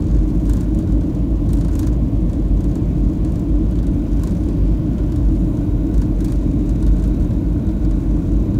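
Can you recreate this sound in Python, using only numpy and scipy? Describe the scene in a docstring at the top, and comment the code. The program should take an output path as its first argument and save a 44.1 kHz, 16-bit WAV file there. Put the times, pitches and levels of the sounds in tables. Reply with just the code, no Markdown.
"""Inside an airliner on descent, at a window over the wing, heard through a phone.
Filtered noise makes the jet roar, the cabin boom, the rush of air and vents, and hiss coloured by the window.
Drifting sines hum faintly as the engine shafts. A loose piece of trim swings about 26 times a second:
knocks, light taps and chatter excite its modes, each a noise band under a decaying envelope."""
import sys
import numpy as np
from scipy import signal
from scipy.fft import rfft, irfft, next_fast_len
from scipy.io import wavfile
from scipy.ndimage import uniform_filter1d

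SR = 44100
rng = np.random.default_rng(int(sys.argv[2]) if len(sys.argv) > 2 else 0)


def generate_wav(signal):
    """Clip the signal to [-1, 1] and save it as 16-bit WAV at the path in sys.argv[1]."""
    frames = np.transpose(np.atleast_2d(signal))
    scaled = np.clip(frames, -1, 1) * 32767
    pcm = np.round(scaled).astype(np.int16)
    wavfile.write(sys.argv[1], SR, pcm)


N = 378819  # length in samples


def undb(db):
    """dB to gain."""
    return 10 ** (np.asarray(db) / 20)


def level(x, db):
    """Signal scaled to an rms level in dB."""
    return x * undb(db) / np.sqrt(np.mean(x ** 2))


def noise(gain):
    """Noise whose spectrum follows gain(hz); rms 1."""
    size = next_fast_len(N)
    hz = np.maximum(np.arange(size // 2 + 1) * SR / size, 1)
    spectrum = rfft(rng.standard_normal(size)) * gain(hz)
    return level(irfft(spectrum, size)[:N], 0)


def slope(points):
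    """Gain curve through (Hz, dB) points joined on a log frequency axis."""
    at_hz, db = np.transpose(points)
    return lambda hz: undb(np.interp(np.log(hz), np.log(at_hz), db))


def peak(centre_hz, width_hz):
    """Gain curve of a resonance passed twice; width_hz spans its -6 dB points."""
    return lambda hz: 1 / (1 + ((hz - centre_hz ** 2 / hz) / width_hz) ** 2)


def walk(rate_hz):
    """Random control values, held for 1 / rate_hz seconds and smoothed twice; rms 1."""
    hold = int(SR / rate_hz)
    steps = np.repeat(rng.standard_normal(N // hold + 1), hold)
    smooth = uniform_filter1d(uniform_filter1d(steps, hold), hold)
    return level(smooth[:N], 0)


def tone(hz, db, drift_hz):
    """A shaft hum: a sine of the given rms level whose pitch drifts a little."""
    phase = 2 * np.pi * np.cumsum(hz + drift_hz * walk(2)) / SR
    return np.sqrt(2) * undb(db) * np.sin(phase)


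def fade(power, t60):
    """Power that dies by 60 dB in t60 seconds."""
    return signal.lfilter([1], [1, -np.exp(-2 * np.log(1000) / (t60 * SR))], power)


# Spectrum of the airflow over the skin and from the vents: f/Hz, relative level/dB per Hz
AIR_SPECTRUM = [(250, -5), (400, -2), (520, -1), (607, 0.5), (700, -5), (780, -12), (1060, -12),
                (1290, -22), (1480, -28.5), (1910, -25), (3300, -30.5), (5000, -36), (7100, -46),
                (10300, -47), (15500, -47)]
AIR_DB = -38.5


def air():
    """Rushing air in overlapping bands an octave apart; they swell together and flicker alone, very slightly."""
    out, swell, colour = 0, walk(0.59), slope(AIR_SPECTRUM)
    for mid in 250 * 2. ** np.arange(7):
        share = lambda hz: np.cos(np.pi / 2 * np.clip(np.log2(hz / mid), -1, 1))
        band = lambda hz: colour(hz) * share(hz)
        # the noise has rms 1, so each band gets back its share of the spectrum's power
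        weight = np.sqrt(mid * np.mean(band(np.linspace(mid / 2, mid * 2, num=200)) ** 2))
        flicker = undb(0.083 * swell + 0.15 * walk(9))
        out = out + weight * flicker * noise(band)
    return level(out, AIR_DB)


# Spectrum of the roar through the wall, under the resonances: f/Hz, relative level/dB per Hz
ROAR_SPECTRUM = [(20, -28.5), (35, -6), (62, -3.5), (80, 0.5), (110, -3.5), (230, -7.5), (330, -11),
                 (360, -17.5), (450, -26.5), (900, -67.5)]
# Cabin resonances: f/Hz, width/Hz, level against the plain roar/dB
CABIN_RESONANCES = [(120.6, 24.5, -11.5), (289.7, 42.4, -7), (317.1, 13.3, -12), (191, 57, -12.5)]
RUMBLE_DB = -19


def rumble():
    """Jet roar through the wall, lifted at the cabin's resonances."""
    roar = noise(slope(ROAR_SPECTRUM))
    rings = sum(level(noise(peak(hz, width_hz)), db) for hz, width_hz, db in CABIN_RESONANCES)
    return level(roar + rings, RUMBLE_DB)


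BOOM_HZ, BOOM_WIDTH_HZ, BOOM_DB = 48.5, 13.3, -19


def boom():
    """The lowest cabin resonance, stirred by the jet, wavers by itself and beats with the fan shaft."""
    ring = peak(BOOM_HZ, BOOM_WIDTH_HZ)
    stirred = noise(lambda hz: ring(hz) ** 2)
    fan_shaft = tone(54.5, db=-7, drift_hz=0.698)  # level against the stirred noise
    return level(stirred + fan_shaft, BOOM_DB)


def core_shaft():
    """The faint, higher hum of the engine's core shaft."""
    return tone(173, db=-33, drift_hz=0.517)


# How the shaking goes: t/s, light tap level/dB, fine chatter level/dB, coloured hiss level/dB
SHAKING = [(0.0, -37, -58, -6), (0.3, -47, -51, -0.5), (0.9, -40, -61, -1.5), (1.3, -46, -62, -3.5),
           (1.7, -45, -58, -2), (2.0, -49, -58, -4), (3.0, -45, -56, -2), (3.56, -46.5, -63, -4.5),
           (4.25, -41.5, -59, 2), (4.78, -46, -61, 0), (5.22, -43, -61, 1), (5.7, -49, -69, 1),
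           (6.4, -44, -58, -1), (7.2, -42, -55, 1), (7.5, -43, -62, -0.5), (7.99, -43, -54, 0.5),
           (8.59, -47, -66, 0)]


def shaking():
    """Tap, chatter and hiss levels in dB, joined by straight lines into one value a sample."""
    s, *columns = np.transpose(SHAKING)
    return [np.interp(np.arange(N) / SR, s, column) for column in columns]


# Bands where window and trim colour the hiss: f/Hz, width/Hz, level/dB, gain after the shift/dB
HISS_BANDS = [(1450, 210, -60, 2), (2370, 560, -65.5, 1.5), (3160, 980, -65, -17.5), (3810, 390, -73, 7),
              (4940, 1200, -71, -16.5), (6000, 380, -73, 0), (7020, 540, -72, -1), (8960, 1000, -73, -3),
              (12600, 2600, -73.5, 3)]
SHIFT_S, SHIFT_LENGTH_S = 5.9, 0.3  # middle and tanh time constant of the shift
SWAY_DB = 2.0


def window(hiss_db):
    """Narrow bands of hiss that come and go a little; around SHIFT_S some grow and others dim."""
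    shift = .5 + .5 * np.tanh((np.arange(N) / SR - SHIFT_S) / SHIFT_LENGTH_S)
    out = 0
    for hz, width_hz, band_db, shift_db in HISS_BANDS:
        gain = undb(band_db + hiss_db + shift * shift_db + SWAY_DB * walk(4))
        out = out + gain * noise(peak(hz, width_hz))
    return out


# Loud knocks of the trim: t/s, level/dB, brightness/dB per octave around 7 kHz
LOUD_KNOCKS = [(0.0832, -41, -5), (0.187, -42, -7), (0.3591, -45, 1.1), (0.4544, -36, 1.1),
               (0.4953, -26, 2.5), (0.5338, -27, 4), (0.5686, -31, 1.1), (0.6077, -30, 2), (0.747, -35, 5),
               (0.7881, -31.5, 2), (0.8739, -41, -3), (1.01, -38, -2), (1.1483, -38.5, -1),
               (1.4905, -34.5, 0), (1.5314, -24.5, 5.5), (1.5698, -32.5, 1.1), (1.609, -31, -0.5),
               (1.6474, -32, -0.5), (1.6831, -33.5, -2), (1.716, -39, 1.1), (1.7539, -28.5, 2),
               (1.7918, -21.5, 7), (1.8292, -29.5, 0), (1.8701, -27, 1.1), (2.2967, -39, -3),
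               (2.3311, -36, -1), (2.606, -36.5, 2), (2.6422, -35, 2), (2.7132, -37, 0), (2.7542, -31, 3),
               (3.2478, -33.5, 0.5), (3.3204, -36.5, 3), (3.3568, -35.5, 0), (3.3945, -37, 4),
               (3.7105, -37, 5), (3.7549, -40, -3), (3.7882, -37, -2), (3.8287, -36.5, -1), (3.868, -35, 0),
               (4.1949, -37, -1), (4.2348, -25.5, 4), (4.2722, -29.5, 0), (4.3086, -35, 0),
               (4.4867, -36.5, -3), (4.9816, -37.5, -2), (5.1208, -34.5, -1), (5.1597, -32.5, 3),
               (5.5706, -37, 3), (5.9414, -31.5, 1.1), (5.9793, -34, 1.1), (6.0172, -30, 0.5),
               (6.205, -30, 3), (6.2456, -25.5, 4), (6.2821, -32, -1), (6.321, -30, 2), (6.3574, -38, 1.1),
               (6.4118, -41, 1.1), (6.6932, -32, 2), (6.8258, -32, 1.1), (6.865, -31, -0.5),
               (6.9661, -39, -2), (6.997, -39, -2), (7.039, -31.5, 1), (7.0758, -36, 4), (7.223, -40, -1),
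               (7.2729, -45, 1.1), (7.3068, -40, -4), (7.6899, -41, -3), (7.8487, -37, -3),
               (7.9099, -36, -3), (8.3374, -44, 1.1), (8.5435, -40, -4)]
RATTLE_HZ = 26.47  # swings a second, with a tap at both ends
TAP_SCATTER_S, TAP_SCATTER_DB = 0.006, 3.5
TAP_BRIGHT_DB, BRIGHT_SCATTER_DB = -2.5, 1.5  # per octave
REBOUND_DB, REBOUND_SCATTER_DB = -15, 2.5  # against the blow itself


def knocks(tap_db):
    """Times, levels, brightness and rebound levels of the loud knocks and of the light taps in the gaps."""
    loud_s, loud_db, loud_bright_db = np.transpose(LOUD_KNOCKS)
    # time, level, brightness; most taps fall below the tap level
    chance = rng.standard_normal((N // 500, 3)) - [0, 1, 0]
    tap_s = np.abs(np.arange(len(chance)) / (2 * RATTLE_HZ) + TAP_SCATTER_S * chance[:, 0])
    gap_s = np.abs(tap_s[:, None] - loud_s).min(axis=1)
    free = (gap_s > 1 / (3 * RATTLE_HZ)) & (tap_s < (N - 1) / SR)
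    tap_s, chance = tap_s[free], chance[free]
    s = np.append(loud_s, tap_s)
    db = np.append(loud_db, tap_db[(tap_s * SR).astype(int)] + TAP_SCATTER_DB * chance[:, 1])
    bright_db = np.append(loud_bright_db, TAP_BRIGHT_DB + BRIGHT_SCATTER_DB * chance[:, 2])
    rebound_db = REBOUND_DB + REBOUND_SCATTER_DB * rng.standard_normal(len(s))
    return s, db, bright_db, np.minimum(rebound_db, 0)


STIR_DB, STIR_S = -27, 0.15  # chatter stirred by a blow: level against it, length
CHATTER_RATE_HZ = 170  # mean ticks a second


def chatter_ticks(s, db, buzz_db):
    """Random fine ticks, stronger around hard blows."""
    stir = np.zeros(N)
    np.add.at(stir, (s * SR).astype(int), undb(db + STIR_DB) ** 2 * STIR_S * SR)
    stirred_power = np.abs(uniform_filter1d(stir, int(STIR_S * SR)))
    buzz = np.sqrt(undb(buzz_db) ** 2 + stirred_power)
    ticks = rng.random(N) < CHATTER_RATE_HZ / SR
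    return ticks * buzz * undb(3.1 * np.minimum(rng.exponential(size=N), 3))


REBOUND_S = 0.0172  # mean delay
RING_DB = -13.5  # share of a knock's level that one mode carries
# taps and chatter favour one thin band; THIN_DB is its contrast with modes far outside
THIN_HZ, THIN_WIDTH_HZ, THIN_DB = 6570, 1800, 4.5
SNAP_DB, SNAP_T60_S = 2.1, 0.0095  # start of every ring
TAIL_DB, TAIL_T60_S = -16, 0.13  # what it leaves in the cabin
# Modes the trim rings with: f/Hz, width/Hz, level/dB, t60/s
TRIM_MODES = [(1010, 290, 0, 0.066), (1550, 610, -6, 0.14), (2410, 1800, -9.5, 0.047),
              (3780, 2300, -6, 0.093), (4540, 830, -10.5, 0.053), (5830, 1500, -6, 0.05),
              (6600, 900, -6, 0.027), (7250, 860, -7, 0.037), (8500, 1700, -3.5, 0.024),
              (9750, 840, -12.5, 0.034), (11300, 1500, -11.5, 0.027), (13200, 1300, -14, 0.03),
              (14800, 1400, -14, .03)]


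def trim(tap_db, buzz_db):
    """Each blow and its softer rebound shake the trim's crowded modes; faint chatter runs between."""
    s, db, bright_db, rebound_db = knocks(tap_db)
    late_s = REBOUND_S * (1 + 0.19 * rng.standard_normal(len(s)))
    blow_at = (s * SR).astype(int)
    rebound_at = np.minimum((s + late_s) * SR, N - 1).astype(int)
    chatter = chatter_ticks(s, db, buzz_db)
    out = 0
    for hz, width_hz, mode_db, t60 in TRIM_MODES:
        # a harder contact tips the ring towards the treble; no two blows land alike
        tilt_db = bright_db * max(np.log2(hz / 7000), -1)
        size = undb(db + tilt_db + 1.05 * rng.standard_normal(len(s)))
        thin = undb(THIN_DB * (peak(THIN_HZ, THIN_WIDTH_HZ)(hz) - .5))
        size[len(LOUD_KNOCKS):] *= thin  # light taps only
        blows = (chatter * thin) ** 2
        np.add.at(blows, blow_at, size ** 2)
        np.add.at(blows, rebound_at, (size * undb(rebound_db)) ** 2)
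        snap = undb(2 * SNAP_DB) * fade(blows, SNAP_T60_S)  # doubled dB: these are powers
        tail = undb(2 * TAIL_DB) * fade(blows, TAIL_T60_S)
        ring = fade(blows, t60) + snap + tail
        rise = np.exp(-hz / (3.0 * SR))  # three cycles: low modes take longer to speak
        power = signal.lfilter([1 - rise], [1, -rise], ring)
        out = out + undb(mode_db) * np.sqrt(power) * noise(peak(hz, width_hz))
    return undb(RING_DB) * out


def scene():
    """Everything reaches one microphone."""
    tap_db, buzz_db, hiss_db = shaking()
    background = air() + rumble() + boom() + core_shaft()
    return (background + window(hiss_db) + trim(tap_db, buzz_db))[None]


def record(dry):
    """The phone rounds the loudest peaks and cuts the top above 15740 Hz."""
    rounded = np.tanh(1.36 * dry) / 1.21
    top_cut = signal.ellip(16, .3, 60, 15740, fs=SR, output="sos")
    return signal.sosfilt(top_cut, rounded)


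dry = scene()
out = record(dry)
generate_wav(out)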